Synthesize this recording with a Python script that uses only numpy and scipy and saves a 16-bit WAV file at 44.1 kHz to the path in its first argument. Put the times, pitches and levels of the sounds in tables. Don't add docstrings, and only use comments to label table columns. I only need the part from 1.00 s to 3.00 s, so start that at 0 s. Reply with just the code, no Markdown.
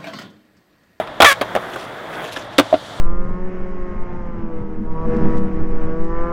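import sys
import numpy as np
from scipy import signal
from scipy.io import wavfile

SR = 44100
rng = np.random.default_rng(int(sys.argv[2]) if len(sys.argv) > 2 else 0)


def amplitude_ratio(level_db):
    exponent = np.asarray(level_db, float) / 20
    return 10 ** exponent


def put_to_file(sound):
    columns = np.atleast_2d(sound).T
    safe = np.clip(columns, -1, 1)
    whole_steps = np.round(safe * 32767)
    wavfile.write(sys.argv[1], SR, whole_steps.astype(np.int16))


N = 88200


def rms_one(x):
    return x / np.sqrt(np.mean(x ** 2) + 1e-20)


def in_time(rows):
    s, *columns = np.transpose(rows)
    return [np.interp(np.arange(N) / SR, s, c) for c in columns]


def drift(rate):
    r = np.exp(-2 * np.pi * rate / SR)
    course = signal.lfilter([1], [1, -2 * r, r * r], rng.standard_normal(N + SR))
    return rms_one(course[SR:])


def soften(x, hz):
    r = np.exp(-2 * np.pi * hz / SR)
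    return signal.lfilter([1 - r], [1, -r], x)


def high_pass(x, hz):
    return signal.sosfilt(signal.butter(2, hz, "high", fs=SR, output="sos"), x)


def dying(x, t60):
    return signal.lfilter([1], [1, -amplitude_ratio(-60 / (t60 * SR))], x + 1e-18)


def ring(x, modes):
    out = 0
    for hz, db, t60 in modes:
        r = amplitude_ratio(-60 / (t60 * SR))
        w = 2 * np.pi * hz / SR
        out = out + amplitude_ratio(db) * signal.lfilter([0, np.sin(w)], [1, -2 * r * np.cos(w), r * r], x + 1e-18)
    return out


def resonate(x, peaks):
    out = 0
    for k, (hz, width, db) in enumerate(peaks):
        r = np.exp(-np.pi * width / SR)
        poles = [1, -2 * r * np.cos(2 * np.pi * hz / SR), r * r]
        out = out + (-1) ** k * amplitude_ratio(db) * signal.lfilter([1 - r, 0, r - 1], poles, x + 1e-18)
    return out


def grains(per_s, spread):
    sizes = amplitude_ratio(spread * np.minimum(rng.exponential(1, N), 4)) * rng.choice([-1, 1], N)
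    return rms_one(sizes * (rng.random(N) < per_s / SR))


def banded_noise(spectrum, patchy_db, rate):
    hz, db = np.transpose(spectrum)
    edges = np.minimum(hz[0] * 2 ** (np.arange(40) / 3), 19000)
    together = drift(rate / 3)
    white = rng.standard_normal((2, N + 4000))
    out = 0
    for k, (low, high) in enumerate(zip(edges, edges[1:])):
        if low < min(hz[-1], high):
            sos = signal.butter(2, [low, high], "band", fs=SR, output="sos")
            band = signal.sosfilt(sos, white[k % 2])[4000:]
            band_db = np.interp(np.log(low * high) / 2, np.log(hz), db)
            out = out + band * amplitude_ratio(band_db + patchy_db * (0.49 * together + drift(rate)))
    return rms_one(out)


def blows():
    # time in seconds, then deck flex, truck knock, rattle and crack levels in dB.
    hits = [(.0002, -14.5, -13.5, -27.5, -61), (0.0731, -39, -59, -30.5, -44), (.2024, -35, -1, -7.5, -23),
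            (.2062, -26, -5.5, -12, -14.5), (0.2203, -17.5, -25, -6, -7.5), (.2250, -40, -25, -12.5, -13),
            (0.229, -40, -30, -21, -18), (0.232, -7, -12, -16, -32), (.2456, -9, -7, -4, -16),
            (0.413, -17.5, -19, -19.5, -24), (0.417, -12.5, -39, -21.5, -30),
            (0.5513, -18.5, -35, -20.5, -24), (0.5612, -20, -41, -24, -29), (0.7594, -37, -46, -35.5, -33),
            (1.361, -40, -36, -28, -44), (1.371, -38, -47, -31.5, -47), (1.5833, -51, -37, -45, -17),
            (1.585, -40, -40, -13, -27), (1.5944, -42, -11, -14, -12), (1.7266, -51.5, -7.5, -33, -65),
            (1.7297, -29, -6, -34, -42), (1.739, -9.5, -35, -27, -52), (1.7408, -40, -7.5, -28.5, -55)]
    # frequency in Hz, level in dB, t60 in seconds.
    flex_modes = [(101, -12, 0.25), (252, -14.5, 0.061), (334, -3.5, 0.033), (560, -3, 0.019)]
    knock_modes = [(540, 0, 0.007), (638, 2.5, 0.017), (750, -20.5, 0.029)]
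    # frequency in Hz, width in Hz, level in dB.
    press_flex = [(410, 275, 1.66)]
    press_knock = [(653, 178, 5.67)]
    # frequency in Hz, width in Hz, level in dB.
    rattle_peaks = [(526, 224, 9.5), (760, 250, 12), (1070, 364, 12), (1474, 504, 10.5), (1626, 130, 2.5),
                    (2050, 270, 0), (2540, 1050, 2.5), (3610, 870, 0.5), (4300, 320, -33)]

    s, *levels = np.transpose(hits)
    flex, knock, rattle, crack = np.zeros((4, N))
    for train, db in zip((flex, knock, rattle, crack), levels):
        train[(s * SR).astype(int)] = amplitude_ratio(db)
    deck = ring(resonate(flex, press_flex), flex_modes)
    trucks = ring(resonate(knock, press_knock), knock_modes)
    shake = dying(rattle, t60=0.045) * (grains(per_s=3500, spread=2.0) + .5 * rng.standard_normal(N))
    dull = soften(soften(rng.standard_normal(N), hz=5950), hz=11000)
    bright = high_pass(amplitude_ratio(2.5) * dull, hz=4800)
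    crack_swell = dying(crack, t60=0.035) + amplitude_ratio(2) * dying(crack, t60=0.0018)
    return deck + trucks + amplitude_ratio(6.0) * resonate(shake, rattle_peaks) + amplitude_ratio(-1.5) * crack_swell * bright


def pop():
    # time in seconds, ply level in dB, snap level in dB.
    slaps = [
        (1.5819, -20, -7.5),
        (1.5848, 3, -16),
        (1.587, -51, -9),
        (1.5923, -23, -17),
        (1.5973, -6, -17),
    ]
    # frequency in Hz, level in dB, t60 in seconds.
    tail_modes = [(107.6, -11.5, 0.4), (267.5, -39, 0.023), (530, -19, 0.049)]
    # frequency in Hz, width in Hz, level in dB.
    press_tail = [(306, 96, 10.5), (545, 310, 8.5)]
    # frequency in Hz, width in Hz, level in dB.
    snap_peaks = [(1120, 233, 3.5), (1400, 330, 1.5), (1690, 240, 2), (2210, 420, -0.5), (2830, 480, -2),
                  (3600, 1060, -4), (5100, 3550, -13)]

    ply, snap = np.zeros((2, N))
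    for s, ply_db, snap_db in slaps:
        i = int(s * SR)
        ply[i], snap[i] = amplitude_ratio(ply_db), amplitude_ratio(snap_db)
    shake = dying(snap, t60=0.02) * (grains(per_s=3300, spread=3.4) + 1.12 * rng.standard_normal(N))
    return ring(resonate(ply, press_tail), tail_modes) + amplitude_ratio(9.0) * resonate(shake, snap_peaks)


def taps():
    # time in seconds, frequency in Hz, peak level in dB, swell in milliseconds.
    contacts = [(.2030, 344, -8, 2.9), (.2062, 3240, -9, 1.1), (.2108, 3380, -10, 1.1),
                (.2208, 3580, -22, 1.1), (0.2473, 3300, -4, 1.7), (.2240, 1400, -2, 1.7),
                (1.7390, 306, -14, 4.2), (.2250, 63.4, -29, 7.6), (.2335, 800, -7.5, 2.3),
                (.2330, 346, -15.5, 3.6), (.4122, 4440, -20, 0.47), (.4126, 2260, -16, 0.74),
                (.4128, 3230, -20.5, .9), (.4126, 402, -15.5, 1.5), (.4155, 1170, -20, 1),
                (.4162, 571, -9.5, 1.77), (.4205, 1710, -19, 1.1), (.4218, 690, -29, 0.78),
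                (.4255, 1100, -19, 0.99), (.5513, 620, -10, 2.2), (.5515, 1850, -18.5, 1.5),
                (.5546, 2980, -22, 0.97), (.5565, 570, -9, 0.91), (.5588, 1620, -19.5, 1.2),
                (.5616, 790, -12, 2), (.5622, 558, -11.5, 1.6), (.5705, 510, -16, 1.8),
                (.5752, 1210, -15, 1), (.5530, 215, -21, 6.7), (.7595, 1480, -22, 1.5),
                (.7600, 422, -24, 3.1), (.7635, 1150, -24, 1.5), (.7662, 540, -22.5, 1.7),
                (1.362, 3730, -27, 1.2), (1.3626, 1740, -23, 3), (1.3652, 1514, -24, 1.7),
                (1.3688, 1400, -27, 1.2), (1.3712, 3270, -25, 1), (1.3700, 301, -26, 2.9),
                (1.3752, 1100, -26, 1.4), (1.5820, 3600, -7, 0.51), (1.5842, 299, -3.5, 4.5),
                (1.5850, 530, -4, 2.9), (1.5862, 3620, -8, 1.2), (1.5872, 1700, -10, 0.74),
                (1.5885, 2680, -10, 1), (1.5935, 3600, -15, 0.53), (1.5975, 2820, -35, 0.78),
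                (1.5985, 315, -6.5, 2.2), (1.6010, 1140, -11, 1.5)]

    out, t = np.zeros(N), np.arange(SR // 8) / SR
    for s, hz, db, swell_ms in contacts:
        u = t * 1000 / swell_ms
        i = int(s * SR)
        out[i:i + len(t)] += amplitude_ratio(db) * u * np.exp(1 - u) * np.sin(2 * np.pi * hz * t)
    return out


def whip():
    start_s, level_db, t60_s = .2208, -2, 0.087
    from_hz, to_hz, fall_s = 5000, 764.4, .0022
    t = np.maximum(np.arange(N) / SR - start_s, 0)
    hz = to_hz + (from_hz - to_hz) * np.exp(-t / fall_s)
    return (t > 0) * amplitude_ratio(level_db - 60 * t / t60_s) * np.sin(2 * np.pi * np.cumsum(hz) / SR)


def squeal():
    # time in seconds, slip rate in Hz, level in dB, roughness from 0 to 1.
    slips = [
        (.2435, 606.3, -19, .5),
        (.2465, 620, 1, 0.39),
        (.2565, 682.7, -6.5, 0.04),
        (.2605, 591.7, -5.5, 0.09),
        (.293, 565, -8, 0.15),
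        (.301, 565.3, -11.5, 0.38),
        (.330, 545, -15, 0.52),
        (.3355, 540, -43, 0.2),
        (.35, 540, -62, .3),
    ]
    # frequency in Hz, level in dB.
    body = [(500, -10.5), (700, -4), (1200, 1), (1950, 3.5), (2350, -2), (2850, -20), (3420, -5.5),
            (4700, -23)]
    # frequency in Hz, density in dB per Hz.
    skid_colour = [(240, -56), (400, -21), (1140, -5.5), (1580, -2), (2670, -5.5), (3310, -14),
                   (9500, -26.5), (16000, -35)]

    hz, db, rough = in_time(slips)
    rough = np.clip(rough, 0, .95)
    phase = 2 * np.pi * np.cumsum(hz * (1 + 0.011 * drift(106))) / SR
    stack = 0
    for k in range(1, 9):
        partial_db = np.interp(k * hz, *np.transpose(body)) + 1.8 * drift(60)
        stack = stack + amplitude_ratio(partial_db) * np.sin(k * phase + rng.uniform(0, 4.26))
    skid = banded_noise(skid_colour, patchy_db=0.2, rate=120) * (1 + 0.67 * np.cos(phase))
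    hiss = rms_one(high_pass(skid, hz=4500))
    sound = np.sqrt(1 - rough) * rms_one(stack) + np.sqrt(rough) * skid + amplitude_ratio(-14.5) * hiss
    n = np.arange(N)
    live = (n > slips[0][0] * SR) & (n < slips[-1][0] * SR)
    return live * amplitude_ratio(db) * sound


def rolling():
    # time in seconds, level in dB.
    ridden_course = [(0, -23), (.06, -43.5), (.33, -37.5), (.4, -34), (.55, -31.5), (.75, -33),
                     (.95, -36.5), (1.08, -34), (1.2, -28), (1.29, -33), (1.32, -42.5), (1.42, -45.5),
                     (1.5, -52), (2, -50)]
    # time in seconds, level in dB.
    follow_course = [(0, -34), (.2, -36), (.9, -37), (1.4, -35), (1.57, -36), (1.66, -33), (1.8, -37.5),
                     (2, -34.5)]
    bearing_course = [(0, -69), (.3, -48), (1.5, -57), (1.64, -43), (2, -43)]
    # frequency in Hz, density in dB per Hz.
    ridden_colour = [(88, -48), (150, -9), (457, -3.5), (578, -5), (1690, -9), (2400, -36), (3160, -49),
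                     (9500, -38), (16000, -40.5)]
    follow_colour = [(88, -42), (150, -11), (328, 0.5), (383, -5), (689, 4), (774, 1), (1630, -4.5),
                     (3620, -23.5), (16000, -56)]
    bearing_colour = [(3000, 7), (4500, -4.5), (6500, -9), (9000, -13.5), (12000, -26), (16000, -29)]
    # frequency in Hz, width in Hz, level in dB.
    wheel_peaks = [(645, 110, 6.5), (1910, 340, 5), (3320, 170, 0.5)]

    (ridden_db,), (follow_db,), (bearing_db,) = map(in_time, (ridden_course, follow_course, bearing_course))
    ticks = grains(per_s=1900, spread=1.7) * amplitude_ratio(0.75 * drift(38))
    grit = rms_one(resonate(ticks, wheel_peaks))
    ridden = banded_noise(ridden_colour, patchy_db=-2.0, rate=9.8) + amplitude_ratio(-8) * grit
    hum = rms_one(resonate(rng.standard_normal(N), [(620, 52, 3.5), (3500, 370, -9.5)]))
    follow = banded_noise(follow_colour, patchy_db=1.0, rate=8) + amplitude_ratio(-6.5) * hum
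    bearings = banded_noise(bearing_colour, patchy_db=1.0, rate=8)
    return amplitude_ratio(ridden_db) * ridden + amplitude_ratio(follow_db) * follow + amplitude_ratio(bearing_db) * bearings


def scuffing():
    # time in seconds, length in seconds, level in dB.
    rubs = [(0.048, 0.003, -69), (0.714, 0.044, -46), (0.743, 0.0084, -44), (0.799, 0.033, -41.5),
            (0.826, 0.026, -49.5), (0.847, 0.011, -47), (1.145, 0.023, -45.5), (1.267, 0.046, -42),
            (1.283, 0.0053, -57), (1.324, 0.0049, -43), (1.334, 0.009, -37.5), (1.344, 0.004, -48),
            (1.368, 0.009, -38.5), (1.392, 0.06, -45.5), (1.533, 0.019, -46.5)]
    # frequency in Hz, density in dB per Hz.
    rub_colour = [(2350, 1), (4000, -3), (4900, -12), (5540, -6.5), (7500, -13.5), (9800, -11.5),
                  (16000, -34)]

    t = np.arange(N) / SR
    swell = sum(amplitude_ratio(db) * np.exp(-((t - s) / length) ** 2) for s, length, db in rubs)
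    return swell * amplitude_ratio(2.7 * drift(328)) * banded_noise(rub_colour, patchy_db=3.5, rate=19)


def traffic():
    # frequency in Hz, density in dB per Hz.
    rumble = [(32, -10), (45, -9), (80, -12.5), (112, -0.5), (150, -8.5), (220, -10)]
    return amplitude_ratio(-45.5) * banded_noise(rumble, patchy_db=1.0, rate=8)


def yard(x):
    # delay in seconds, level in dB.
    echoes = [(0.011, -9.5), (.021, -22), (0.034, -24), (.047, -51)]
    out, dull = x.copy(), soften(x, hz=3600)
    for s, db in echoes:
        lag = int(s * SR)
        out[lag:] += amplitude_ratio(db) * dull[:-lag]
    return out


def scene():
    board = blows() + pop() + taps() + whip() + squeal()
    return (yard(board) + rolling() + scuffing() + traffic())[None]


def band_limit(x):
    return signal.sosfilt(signal.butter(12, 16220, fs=SR, output="sos"), x)


def record(dry):
    overload = 1.02
    flat = dry / (1 + np.abs(dry / overload) ** 8) ** (1 / 8)
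    top_cut = signal.cheby2(14, 42, 16450, fs=SR, output="sos")
    return band_limit(signal.sosfilt(top_cut, flat))


dry = scene()
out = record(dry)
put_to_file(out)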